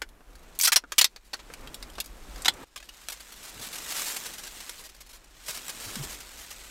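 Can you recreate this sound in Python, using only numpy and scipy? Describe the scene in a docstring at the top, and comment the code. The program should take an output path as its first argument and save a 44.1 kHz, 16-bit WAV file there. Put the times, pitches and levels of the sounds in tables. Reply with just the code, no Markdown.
"""Tape and foil in a parked car

Close by in the padded cabin, fingers pick at sticky tape and its glue lets go in short rips. Then thin
foil is pressed and crumpled against the windows, its creases buckling in clicks. Clothes and seats
rustle, a seat thumps, and the cabin answers briefly over a low outside rumble. One microphone hears it."""
import sys
import numpy as np
from scipy import signal
from scipy.fft import rfft, irfft, next_fast_len
from scipy.io import wavfile
from scipy.ndimage import uniform_filter1d, map_coordinates

SR = 44100
rng = np.random.default_rng(int(sys.argv[2]) if len(sys.argv) > 2 else 0)


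def waveform_to_disk(signal):
    """Save audio, clipped to [-1, 1], as 16-bit WAV at the path in sys.argv[1]."""
    frames = np.transpose(np.atleast_2d(signal))
    scaled = np.clip(frames, -1, 1) * 32767
    samples = np.round(scaled).astype(np.int16)
    wavfile.write(sys.argv[1], SR, samples)


N = 295470

# How loudly the sheet crinkles; at 2.65 s the whole scene cuts to a quieter moment.
# Each row: time in seconds, level in dB.
CRINKLE_LEVEL = [(0, -93), (.3, -67.5), (.55, -59.5), (.85, -63), (.96, -52), (1.2, -61.5), (1.4, -57.5),
                 (2.2, -59), (2.35, -52.5), (2.64, -48.5), (2.65, -63), (3.1, -52.5), (3.5, -50),
                 (3.87, -42.5), (4.0, -34), (4.12, -37.5), (4.4, -48.5), (4.7, -46.5), (4.9, -58.5),
                 (5.3, -62), (5.5, -47.5), (6.0, -43.5), (6.25, -50), (6.7, -49.5)]


def amp(db):
    """Gain of a level in dB."""
    return 10 ** (np.asarray(db) / 20)


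def curve(rows):
    """One value per sample along (seconds, value) points."""
    return np.interp(np.arange(N) / SR, *np.transpose(rows))


def wobble(rate):
    """A smooth random curve, rate knots a second."""
    return map_coordinates(rng.standard_normal(int(N * rate / SR) + 4), [np.arange(N) * rate / SR])


def coloured(x, points):
    """x through a spectrum of (Hz, dB) points on a log axis, at rms 1."""
    m = next_fast_len(N + 8192)
    hz, db = np.transpose(points)
    gain = amp(np.interp(np.log(np.fft.rfftfreq(m, 1 / SR) + 1), np.log(hz), db, left=-120))
    shaped = irfft(rfft(x, m) * gain, m)[:N]
    return shaped / np.sqrt(np.mean(shaped ** 2) + 1e-20)


def outside_rumble():
    """Low rumble from outside comes through the car body."""
    # Each row: time in seconds, level in dB.
    level = [(0, -50.5), (1.4, -50), (2.3, -44), (2.64, -49.5), (2.65, -57), (5.7, -56), (6, -51),
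             (6.7, -56)]
    # Each row: frequency in Hz, relative level in dB.
    spectrum = [(10, -14), (25, -5), (48, -4), (58, -9), (90, -33), (150, -47)]
    return amp(curve(level)) * coloured(rng.standard_normal(N), spectrum)


def seat_thumps():
    """Each push into the seat is a few soft cycles that swell and fade."""
    # Each row: time of the peak in seconds, pitch in Hz, peak in dB, length in seconds.
    pushes = [(3.567, 100, -46, .016), (3.602, 120, -46, .02), (3.616, 250, -45, .012),
              (3.615, 750, -45, .008), (3.674, 230, -45, .012), (5.496, 150, -46, .02),
              (5.875, 100, -42, .04), (5.973, 215, -31, .02), (6.011, 140, -30.5, .055),
              (6.039, 370, -39, .014), (6.062, 65, -42, .04)]
    t = np.arange(N) / SR
    return sum(amp(db) * np.exp(-8 * ((t - s) / length) ** 2) * np.cos(2 * np.pi * hz * (t - s))
               for s, hz, db, length in pushes)


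def cloth_rustle():
    """Clothes and seats rub in a smooth, gently wavering noise."""
    # Each row: time in seconds, level in dB.
    level = [(0, -64), (.5, -52.5), (1.25, -60), (1.6, -49), (2.2, -53.5), (2.45, -46), (2.64, -38),
             (2.65, -62), (3.3, -62), (3.64, -50), (3.8, -54.5), (4.3, -53), (4.9, -62.5), (5.4, -62),
             (6.0, -46), (6.2, -57), (6.7, -58)]
    # Each row: frequency in Hz, relative level in dB.
    spectrum = [(70, 1), (120, -1.5), (300, 1), (700, -3.5), (1300, -5.5), (2500, -13), (6000, -31)]
    rub = rng.standard_normal(N) * amp(1.5 * wobble(20))
    return amp(curve(level)) * coloured(rub, spectrum)


def crackle(spread_db, wet_db, t60):
    """Countless small buckles; each spot on the sheet has its own cabin echo."""
    size = np.clip(rng.standard_normal(N), -3, 2.3)
    clicks = rng.standard_normal(N) * amp(spread_db * size)
    block = 512  # samples of clicks that share one spot
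    spots = np.pad(clicks, (0, -N % block)).reshape(-1, block)
    t = np.arange(3072) / SR
    tails = rng.standard_normal((len(spots), len(t))) * amp(-60 * t / t60)
    echoes = signal.fftconvolve(spots, tails / np.linalg.norm(tails[0]), axes=1)
    arrivals = block * np.arange(len(spots))[:, None] + np.arange(echoes.shape[1])
    return clicks + amp(wet_db) * np.bincount(arrivals.ravel(), echoes.ravel())[:N]


def sheet_crinkle():
    """The handled sheet's crinkle and its fine fizz come from the same buckles."""
    # Each row of both spectra: frequency in Hz, relative level in dB.
    crinkle_spectrum = [(150, -5), (900, 1.5), (1600, 4.5), (4000, 4.5), (7500, -4.5), (10000, -23),
                        (16000, -30)]
    fizz_spectrum = [(5000, -17), (8000, -5), (10500, -12.5), (13500, -8), (15300, -11.5), (16500, -5.5)]
    crinkle_db = curve(CRINKLE_LEVEL)
    fizz_db = -49.5 + 1.31 * (crinkle_db + 50)  # the fizz swings wider than the crinkle
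    buckles = crackle(spread_db=10.5, wet_db=-5.0, t60=0.063)
    crinkle = amp(crinkle_db) * coloured(buckles, crinkle_spectrum)
    return crinkle + amp(fizz_db) * coloured(buckles, fizz_spectrum)


def add_volley(track, start, length, levels_db, bands, wet_db, fade_db, ring_hz):
    """Add a run of uneven clicks with its cabin tail, band by band, ringing at ring_hz if given."""
    spread_db, ring_db, ring_q = 8, 4, 6.6
    t = np.arange(SR // 6) / SR
    size, noise, reflections = rng.standard_normal((3, len(t)))
    clicks = noise * amp(spread_db * np.clip(size, -3, 2.4) - fade_db * t / length) * (t <= length)
    snap = 9 / (1 + length / .012)  # short volleys start with a strong break, long ones slide in
    clicks[0] = snap * np.sqrt(np.mean(clicks[t <= length] ** 2))
    m, lead = next_fast_len(2 * len(t)), 64
    octaves = np.log2(np.fft.rfftfreq(m, 1 / SR) + 1)
    centres = np.log2([120] + [hz for hz, _ in bands])  # the lowest band fades out at 120 Hz
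    volley = np.zeros(len(t))
    for k, (db, (_, t60)) in enumerate(zip(levels_db, bands)):
        tail = reflections * amp(-60 * t / t60) * (t > .001)
        cabin = 1 + amp(wet_db) * rfft(tail / np.linalg.norm(tail), m)
        crossfade = np.interp(octaves, centres, np.arange(len(centres)) == k + 1) ** 0.99
        band = irfft(rfft(clicks, m) * cabin * crossfade, m)
        band = np.roll(band, lead)[:len(t)]  # room for the ripple ahead of the first click
        band /= np.sqrt(np.mean(band[lead:][t[:-lead] < length + .004] ** 2))
        volley += amp(db) * band
    if ring_hz:
        volley += amp(ring_db) * signal.lfilter(*signal.iirpeak(ring_hz, ring_q, SR), volley)
    track[round(start * SR) - lead:][:len(t)] += volley


def volleys(rows, colour_db, wet_db, fade_db):
    """One volley per row in the padded cabin, all of one colour, each tilted about 4.5 kHz."""
    # The cabin's decay. 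Each row: band centre in Hz, seconds to fall by 60 dB.
    bands = [(300, 0.094), (800, 0.053), (2000, 0.061), (4500, 0.054), (11000, 0.043)]
    track = np.zeros(N + SR)
    octaves = np.log2(np.transpose(bands)[0] / 4500)
    for start, length, db, tilt, ring_hz in rows:
        levels_db = db + np.array(colour_db) + tilt * octaves
        add_volley(track, start, max(length, .0005), levels_db, bands, wet_db, fade_db, ring_hz)
    return track[:N]


def foil_folds():
    """A crease buckles and sets off weaker neighbours; small random folds follow the crinkle's level."""
    # Folds that snap over or slide. Each row: start in seconds, length in seconds, base level in dB.
    main_folds = [(2.938, 0.0033, -58), (2.969, 0.0056, -58), (3.013, 0.0088, -57), (3.086, 0.0014, -34),
                  (3.1, 0.0088, -40), (3.121, 0.012, -40.5), (3.204, .0055, -48.5), (3.321, 0.0082, -48.5),
                  (3.429, 0.033, -48.5), (3.48, 0.024, -48.5), (3.613, 0.064, -43.5), (3.728, 0.021, -42.5),
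                  (3.755, 0.008, -41), (3.785, .003, -40.5), (3.904, 0.024, -37.5), (3.923, 0.0028, -35.5),
                  (3.96, 0.045, -36.5), (4.06, 0.062, -37.5), (4.26, 0.0084, -38.5), (4.334, 0.01, -44.5),
                  (4.382, 0.0074, -43.5), (4.435, .0076, -43.5), (4.47, 0.0092, -43),
                  (4.6946, 0.0036, -38.5), (4.785, 0.033, -50), (4.838, .034, -49), (4.892, 0.0097, -52),
                  (4.948, .005, -55), (4.965, 0.0066, -59), (5.006, 0.016, -50), (5.092, 0.029, -54),
                  (5.129, 0.037, -53), (5.242, 0.006, -58), (5.462, 0.086, -46), (5.483, 0.029, -35.5),
                  (5.544, 0.026, -42), (5.574, 0.0039, -40), (5.682, 0.0016, -38), (5.6935, .011, -38),
                  (5.804, 0.11, -47), (5.956, 0.0036, -36.5), (6.036, 0.017, -42.5), (6.095, 0.018, -45.5),
                  (6.118, 0.033, -46), (6.205, .007, -45.5), (6.372, 0.075, -50.5), (6.505, 0.012, -44)]
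    # A fold's colour: dB added in each cabin band, low to high.
    colour_db = [-25, -11.5, -6.5, -0.5, 2]
    folds_per_s, usual_length_s = 9, .008
    small_db = curve(CRINKLE_LEVEL) - 3
    gaps, stretches, sizes = rng.standard_normal((60, 3)).T
    starts = np.cumsum(np.exp(.6 * gaps) / 1.2) / folds_per_s + .02
    small_folds = [(s, usual_length_s * np.exp(0.67 * stretch), small_db[int(s * SR)] + 3 * size)
                   for s, stretch, size in zip(starts, stretches, sizes) if s < N / SR]
    rows = [(*fold, 0, None) for fold in main_folds + small_folds]  # no tilt, no ring
    return volleys(rows, colour_db, wet_db=-1.0, fade_db=2.5)


def tape_rips():
    """The glue lets go in volleys of tiny breaks, and the tape's free end rings."""
    # Slips and rips. Each row: start in seconds, length in seconds, base level in dB,
    # tilt in dB per octave, ring of the free end in Hz.
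    rips = [(0.0186, .0055, -36, -4, 1660), (.09, .002, -61.5, 5, 3500), (.207, 0.0022, -73.5, -11, 1800),
            (.3546, 0.005, -55, 1, 1410), (.59, .0015, -32, 9, 13000), (.6, 0.00085, -26.5, 4, 2240),
            (.612, 0.0025, -22.5, 7, 6100), (.623, .0008, -25.5, 10, 4470), (.633, 0.012, -20, 3.5, 8800),
            (.647, .015, -16, 4, 5030), (.673, 0.0098, -12.5, 2, 1510), (.72, .014, -13.5, 1, 1800),
            (.76, 0.0088, -9.5, 1, 5480), (.839, .002, -51.5, -10, 1300), (.921, 0.0029, -25.5, -1, 1215),
            (.982, .012, -8.5, 3, 3060), (1.0127, 0.0057, -8.5, 1, 4300), (1.0437, 0.0026, -9, 2, 4200),
            (1.162, 0.0031, -40.5, -2, 4300), (1.333, 0.01, -34, -3.5, 4510),
            (1.392, 0.011, -51.5, -5, 3800), (1.501, 0.004, -58, -8.5, 1900),
            (1.538, 0.00096, -42.5, 0, 2170), (1.674, 0.0016, -48, -1.5, 3170),
            (1.744, 0.0023, -42, 4.5, 3730), (1.827, 0.0025, -43, 0, 4350), (1.9, 0.0024, -54.5, 3, 3200),
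            (1.954, 0.0033, -53.5, 1, 3800), (1.983, 0.0065, -45, -6, 670), (2.002, 0.0063, -31.5, 4, 4080),
            (2.043, .006, -49, 3, 1500), (2.06, 0.002, -48.5, 7.5, 6460), (2.36, 0.0026, -50, -2, 5800),
            (2.421, 0.0017, -46.5, 5.5, 7700), (2.448, 0.0037, -34, 0, 3800),
            (2.457, 0.0064, -22.5, -2, 3630), (2.482, 0.0039, -12.5, -2.5, 3540),
            (2.538, 0.0022, -49, 5, 7400), (2.7605, 0.0046, -38, -1, 1600), (2.775, .0075, -45, 0, 3630),
            (2.802, .0037, -50, -2.5, 2400), (2.827, 0.003, -48.5, -2, 1720), (2.854, 0.0048, -62, 7, 4500),
            (2.89, 0.005, -46.5, 1, 2940)]
    # An untilted rip's colour: dB added in each cabin band, low to high.
    colour_db = [-28.5, -12.5, -5, 0, -0.5]
    return volleys(rips, colour_db, wet_db=0, fade_db=0.5)


def gain_control(x):
    """Loud moments pull the gain down within milliseconds; it climbs back at a steady pace."""
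    threshold_db, share_of_excess, recovery_db_per_s = -33.5, 0.33, 21
    power = uniform_filter1d(x ** 2, size=441, origin=220)  # over the last 10 ms
    level_db = 10 * np.log10(np.abs(power) + 1e-12)
    wanted_cut_db = share_of_excess * np.maximum(level_db - threshold_db, 0)
    climb = recovery_db_per_s * np.arange(N) / SR
    cut_db = np.maximum.accumulate(wanted_cut_db + climb, axis=1) - climb
    return x * amp(-cut_db)


def scene():
    """All sources at one microphone inside the car."""
    tape_and_foil = tape_rips() + foil_folds() + sheet_crinkle()
    return (tape_and_foil + cloth_rustle() + seat_thumps() + outside_rumble())[None]


def record(dry):
    """Gain control acts, peaks round off near full scale, and the microphone loses the top treble."""
    # The microphone's roll-off. Each row: frequency in Hz, gain in dB.
    roll_off = [(12000, -1), (14500, -5), (15600, -9.5)]
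    band_limit_hz = 15900
    held = gain_control(dry)
    rounded = held / (1 + np.abs(held / .97) ** 6) ** (1 / 6)
    m = next_fast_len(N + 8192)
    hz = np.fft.rfftfreq(m, 1 / SR)
    microphone = amp(np.interp(hz, *np.transpose(roll_off)))
    band_edge = np.clip((band_limit_hz + 150 - hz) / 300, 0, 1) ** 2
    return irfft(rfft(rounded, m) * microphone * band_edge, m)[:, :N]


dry = scene()
out = record(dry)
waveform_to_disk(out)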